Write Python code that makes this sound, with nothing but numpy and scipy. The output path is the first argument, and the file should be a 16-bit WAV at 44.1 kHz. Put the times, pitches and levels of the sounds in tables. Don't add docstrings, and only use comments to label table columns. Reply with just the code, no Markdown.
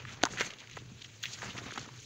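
import sys
import numpy as np
from scipy import signal
from scipy.fft import rfft, irfft
from scipy.io import wavfile
from scipy.ndimage import uniform_filter1d

SR = 44100
rng = np.random.default_rng(int(sys.argv[2]) if len(sys.argv) > 2 else 0)


def waveform_to_disk(signal):
    frames = np.transpose(np.atleast_2d(signal))
    scaled = np.clip(frames, -1, 1) * 32767
    samples = np.round(scaled).astype(np.int16)
    wavfile.write(sys.argv[1], SR, samples)


def voltage_ratio(level):
    return 10 ** (np.asarray(level, float) / 20)


N = 90404

# start in seconds, peak in dB, panel pitch in Hz, bright tick in dB re peak.
SNAPS = [(.0518, -30, 1300, -14), (.2195, -33, 1800, -8), (.2315, -29, 700, -8), (.2356, -22, 5000, 12),
         (.2533, -24, 900, 7), (.2613, -27, 1100, -14), (.2685, -31, 850, -14), (.336, -32, 1300, -14),
         (.3735, -27, 1500, -10), (.3825, -26, 1800, -9), (.389, -27, 1400, -10), (.4087, -19, 1500, 0),
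         (.4133, -19, 1700, -14), (.424, -27, 1400, -12), (.506, -29, 2300, -10), (.5365, -34, 2600, -9),
         (.6735, -38, 2000, -6), (.698, -40, 1800, 2), (.7725, -36, 800, -6), (1.0445, -35, 2700, -5),
         (1.2368, -24, 3100, -18), (1.2557, -21, 2100, -30), (1.4197, -30, 1400, -12),
         (1.5795, -28, 2600, -7), (1.586, -33, 1200, -8), (1.708, -32, 1400, -8), (1.7217, -33, 1200, -12),
         (1.76, -32, 1100, -2), (1.7762, -26, 800, -12), (1.889, -40, 900, -8), (.2332, -33, 1700, 0),
         (.2443, -35, 3000, -8), (.2533, -21, 3600, -6), (.2588, -34, 1300, -12), (.4025, -28, 2400, -8),
         (.4075, -24, 1500, -12), (.515, -37, 2200, -8), (.586, -39, 2800, -4), (.713, -39, 2000, -8),
         (.7605, -41, 2000, 0), (.7685, -37, 1800, -6), (1.238, -27, 1600, -18), (1.2415, -30, 2300, -14),
         (1.4365, -33, 1300, -10), (1.4445, -34, 1300, -10), (1.7112, -37, 2600, -10),
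         (1.718, -39, 3200, 0), (1.7382, -38, 3300, -6), (1.7785, -29, 3600, -10), (1.781, -30, 1200, -12)]
# start in
# seconds, length in seconds, level in dB, centre in Hz, loudest point as a share of the length (0-1).
CRINKLES = [(0.058, 0.1, -47, 2060, 0.27), (0.084, 0.055, -51, 5050, 1),
            (0.2278, 0.0057, -35.5, 5040, 0.63), (0.297, 0.068, -45, 6030, 0.52),
            (0.381, 0.043, -30, 1690, 0.8), (0.426, 0.047, -41.5, 2240, 0),
            (0.457, 0.013, -40.5, 6800, 0.78), (0.503, 0.048, -49.5, 2300, 0),
            (0.5855, 0.044, -47, 3200, 0.36), (.768, 0.013, -37, 1400, 0.34),
            (1.008, 0.019, -42.5, 3070, 0.72), (1.039, 0.018, -42.5, 2630, 0.46),
            (1.2275, .014, -34.5, 3420, 0.34), (1.234, 0.022, -35.5, 2300, 0.22),
            (1.259, 0.021, -41, 2450, 0.18), (1.312, 0.04, -40.5, 4700, 0.61),
            (1.416, 0.035, -42, 1400, 0.4), (1.485, 0.048, -42, 2950, 0.42),
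            (1.565, 0.025, -42, 2020, 0.08), (1.71, 0.0079, -41.5, 2260, 0.4),
            (1.727, 0.016, -41, 3730, 0.83), (1.7754, 0.015, -37.5, 2650, 0.04),
            (1.791, 0.075, -45, 4100, 0), (1.985, 0.029, -50.5, 3650, 0.23),
            (.534, .012, -48.5, 2830, 0.54), (.69, 0.091, -51, 3020, 0.47), (.78, 0.03, -48, 3260, 0.24),
            (.396, .01, -35, 3000, 0.34), (.256, 0.019, -37, 900, 0.14), (0.4144, .007, -27, 2020, 0.2),
            (1.4184, .008, -35.5, 1660, .3)]
# start in seconds, peak in dB, pitch in Hz.
PUSHES = [(0.138, -56, 254), (0.2361, -14.5, 698), (0.2357, -24, 337), (0.239, -25.5, 308),
          (0.307, -41.5, 267), (0.4091, -25, 430), (.772, -36.5, 430), (.82, -45.5, 318), (.917, -42, 192),
          (1.43, -37.5, 445), (1.458, -48, 199), (1.49, -44, 230), (1.582, -38, 290), (1.617, -40.5, 350),
          (1.662, -39.5, 220), (1.723, -41.5, 348), (1.778, -35.5, 283), (1.877, -44, 316),
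          (.337, -44, 406), (1.786, -40, 296), (0.327, -52.5, 187)]
# time in seconds, level in dB, brightness in dB per octave.
SLIDE = [(0, -56, -2.5), (.15, -53, -1), (.19, -57, -3.5), (.28, -50, -3.5), (.365, -47, -2.5),
         (.45, -41.5, 0), (0.528, -56.5, -2.5), (0.661, -60, -0.5), (.88, -61.5, -0.5), (1.0, -60, 1.5),
         (1.2, -62.5, 3.5), (1.3, -50, 2), (1.405, -48.5, 1), (1.459, -45.5, -1.5), (1.545, -49, -1.5),
         (1.7, -47.5, -2), (1.87, -54.5, -2), (2.05, -58.5, 5.5)]
# frequency in Hz, gain in dB.
SLIDE_TONE = [(150, 4), (400, -2), (800, -1.5), (1600, 4), (3000, 2), (5000, 1), (8000, -6), (16000, -6.5)]
# start in seconds, length in seconds, level in dB, centre in Hz, width in Hz.
NARROW_BURSTS = [(1.225, 0.04, -41, 15200, 650), (1.226, 0.014, -50, 6800, 450), (1.737, .006, -41.5, 9900, 350),
                 (1.729, 0.0055, -51, 11000, 500), (0.41, 0.0078, -39.5, 5500, 530),
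                 (0.712, 0.0052, -55.5, 6500, 470), (0.756, 0.023, -57.5, 6900, 500),
                 (1.438, .03, -54.5, 7100, 600), (1.563, 0.012, -51, 7200, 540), (1.73, 0.0065, -62, 8000, 400),
                 (1.754, .008, -52, 6000, 400), (2, 0.0069, -53, 6360, 400), (1.716, 0.0042, -50, 6400, 400),
                 (.2355, .0014, -21, 6100, 780), (.253, 0.0015, -22, 5730, 900), (.4085, 0.0028, -34, 6030, 800),
                 (.464, 0.0055, -43, 6700, 600), (1.2555, 0.0024, -31.5, 3600, 500),
                 (1.2365, 0.0056, -36, 3300, 350)]
# frequency in Hz, density in dB per Hz.
ROOM_TONE = [(18, -66), (30, -2.5), (129, -8), (256, -13), (414, -13.5), (801, -26.5), (1950, -25.5),
             (2450, -17), (7000, -27.5), (9100, -76), (15400, -120)]
# time in seconds, level in dB.
RUMBLE = [(0.0, -57), (0.02, -50.5), (0.19, -50.5), (0.24, -60), (0.63, -65.5), (0.77, -48.5),
          (1.24, -60.5), (1.27, -53.5), (1.7, -53), (1.74, -78.5), (1.8, -52), (2.05, -57.5)]
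# frequency in Hz, gain in dB.
MIC_RESPONSE = [(45, -10.5), (100, 1.5), (4300, -1), (5200, -4.5), (6400, 4.5), (7300, 0), (8200, -15.5),
                (11500, -23), (13500, -27.5), (15000, -17.5), (15700, -14), (16100, -90)]


def evened(x):
    return x / np.sqrt(np.mean(x ** 2) + 1e-20)


def read(points, hz):
    f, value = np.transpose(points)
    return np.interp(np.log(hz + 1), np.log(f + 1), value)


def add(mix, start_s, sound):
    part = mix[round(start_s * SR):][:len(sound)]
    part += sound[:len(part)]


def flex(hz, cycles, glide):
    u = np.arange(2000) * hz / SR
    phase = u + glide * (1 - np.exp(-u * 2))
    envelope = np.exp(-u / cycles) * (1 - np.exp(-u * 6))
    wave = np.sin(2 * np.pi * phase) * envelope
    return wave / abs(wave).max()


def snaps():
    tick_decay_s, tick_rise_s = .0007, .00004
    cycles, glide = 1.1, .5
    out, t = np.zeros(N), np.arange(400) / SR
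    tick_shape = np.exp(-t / tick_decay_s) * np.minimum(t / tick_rise_s, 1)
    draws = rng.standard_normal((len(SNAPS), 405))
    for (s, db, hz, tick_db), draw in zip(SNAPS, draws):
        noise = draw[:400]
        tick = (noise - uniform_filter1d(noise, size=20)) * tick_shape
        add(out, s, voltage_ratio(db + tick_db) * tick / abs(tick).max())
        add(out, s, -voltage_ratio(db) * flex(hz, cycles, glide))
        followers = ((draw[401], draw[402], -5), (draw[403] + 3, draw[404], -11))
        for lag, bend, drop_db in followers:
            follower_s = s + 0.001042 + 0.00051 * abs(lag)
            follower_hz = hz * 1.24 ** (np.tanh(bend) + .5)
            add(out, follower_s, voltage_ratio(db + drop_db) * flex(follower_hz, cycles, glide))
    return out


def crinkles():
    grains_per_s, grain_spread_db, fuzz_gain, clump_db = 2200, 4.2, 1.4, 2.3
    width_octaves, broad_gain, fade_db, edge_s = .55, .14, -14, 0.00017
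    out, hz = np.zeros(N), np.fft.rfftfreq(4096, 1 / SR)
    chance = rng.random((len(CRINKLES), 2, 4096))
    noises = rng.standard_normal((len(CRINKLES), 4096))
    for (s, length_s, db, centre_hz, top), (hit, size), noise in zip(CRINKLES, chance, noises):
        u, top = np.arange(4096) / SR / length_s, np.clip(top, .02, .95)
        grain_gain = voltage_ratio(-grain_spread_db * np.log(size + 0.016))
        grains = (hit < grains_per_s / SR) * np.sign(noise) * grain_gain
        clumping = evened(uniform_filter1d(size - .5, size=90))
        clicks = (grains + fuzz_gain * noise) * voltage_ratio(clump_db * clumping)
        octaves = np.log2(hz / centre_hz + 0.0035)
        colour = np.exp(-.5 * (octaves / width_octaves) ** 2) + broad_gain * hz / (hz + centre_hz)
        edges = np.clip(np.minimum(u, 1 - u) * length_s / edge_s, 0, 1)
        from_peak = np.where(u < top, 1 - u / top, (u - top) / (1 - top))
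        shape = edges * voltage_ratio(fade_db * from_peak)
        add(out, s, voltage_ratio(db) * shape * evened(irfft(rfft(clicks) * colour)))
    return out


def pushes():
    out = np.zeros(N)
    for s, db, hz in PUSHES:
        add(out, s, voltage_ratio(db) * flex(hz, 0.95, 0.11))
    return out


def crack():
    start_s, peak_db, t60_s = .2357, -10.5, .014
    top_hz, end_hz, glide_s = 6800, 1480, .00035
    out, t = np.zeros(N), np.arange(1500) / SR
    hz = end_hz + (top_hz - end_hz) * np.exp(-t / glide_s)
    tone = np.sin(2 * np.pi * np.cumsum(hz) / SR)
    add(out, start_s, voltage_ratio(peak_db - 60 * t / t60_s) * tone)
    return out


def nearby(x):
    echo_db, t60_s = -20, .05
    t = np.arange(4000) / SR
    sparse = rng.standard_normal(4000) * (rng.random(4000) < .1)
    tail = sparse * voltage_ratio(-60 * t / t60_s) * (t > .001)
    return x + voltage_ratio(echo_db) * signal.oaconvolve(x, tail / np.linalg.norm(tail))[:N]


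def slide():
    patchy_db, flicker_db, gain_db = 2.6, 1.4, 3.0
    s, db, tilt_db = np.transpose(SLIDE)
    noise = rng.standard_normal(N)
    grit_db = 4.76 * np.minimum(rng.exponential(1, N), 3) * (rng.random(N) < .05)
    hz, t, z = signal.stft(noise * voltage_ratio(grit_db), SR, nperseg=256, noverlap=192)
    field = rng.standard_normal((len(t), len(hz))).T
    patches = uniform_filter1d(uniform_filter1d(field, size=7, axis=0), size=14, axis=1)
    flicker = uniform_filter1d(field[:20].sum(0), size=6)
    octaves = np.log2(np.clip(hz[:, None], 300, 7000) / 2500)
    level_db = read(SLIDE_TONE, hz)[:, None] + octaves * np.interp(t, s, tilt_db) + np.interp(t, s, db)
    level_db = level_db + patchy_db * evened(patches) + flicker_db * evened(flicker)
    return voltage_ratio(gain_db) * signal.istft(z * voltage_ratio(level_db), SR, nperseg=256, noverlap=192)[1][:N]


def narrow_bursts():
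    out, hz = np.zeros(N), np.fft.rfftfreq(2048, 1 / SR)
    noises = rng.standard_normal((len(NARROW_BURSTS), 2048))
    for (s, length_s, db, centre_hz, width_hz), noise in zip(NARROW_BURSTS, noises):
        u = np.clip(np.arange(2048) / SR / length_s, 0, 1)
        colour = np.exp(-.5 * ((hz - centre_hz) / width_hz) ** 2)
        band = evened(irfft(rfft(noise) * colour))
        add(out, s, voltage_ratio(db) * np.sin(np.pi * u ** .5) * band)
    return out


def room():
    room_db, hiss_db, split_hz = -59, -67.5, 300
    hum_hz, hum_width_hz, hum_db = 120.3, 16, -60
    hz, (s, db) = np.fft.rfftfreq(N, 1 / SR), np.transpose(RUMBLE)
    tone = rfft(rng.standard_normal(N)) * voltage_ratio(read(ROOM_TONE, hz))
    tone = voltage_ratio(room_db) * tone / np.std(irfft(tone, N))
    low = 1 / (1 + (hz / split_hz) ** 4)
    resonance = 1 / (1 + ((hz - hum_hz) / hum_width_hz) ** 2)
    hum = evened(irfft(rfft(rng.standard_normal(N)) * resonance, N))
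    swell = voltage_ratio(np.interp(np.arange(N) / SR, s, db) - np.mean(db))
    rumble = swell * (irfft(tone * low, N) + voltage_ratio(hum_db) * hum)
    hiss = voltage_ratio(hiss_db) * np.diff(rng.standard_normal(N + 2), 2)
    return irfft(tone * (1 - low), N) + rumble + hiss


def scene():
    folds = nearby(snaps() + crinkles() + pushes() + crack())
    return (folds + slide() + room() + narrow_bursts())[None]


def causal(points):
    log_gain = np.log(voltage_ratio(read(points, abs(np.fft.fftfreq(4096, 1 / SR)))))
    return np.fft.ifft(np.exp(np.conj(signal.hilbert(log_gain)))).real[:2048]


def low_pass(x):
    return signal.sosfilt(signal.butter(12, 16650, fs=SR, output="sos"), x)


def record(dry):
    mix = signal.oaconvolve(dry, causal(MIC_RESPONSE)[None])[:, :N]
    return low_pass(mix)


dry = scene()
out = record(dry)
waveform_to_disk(out)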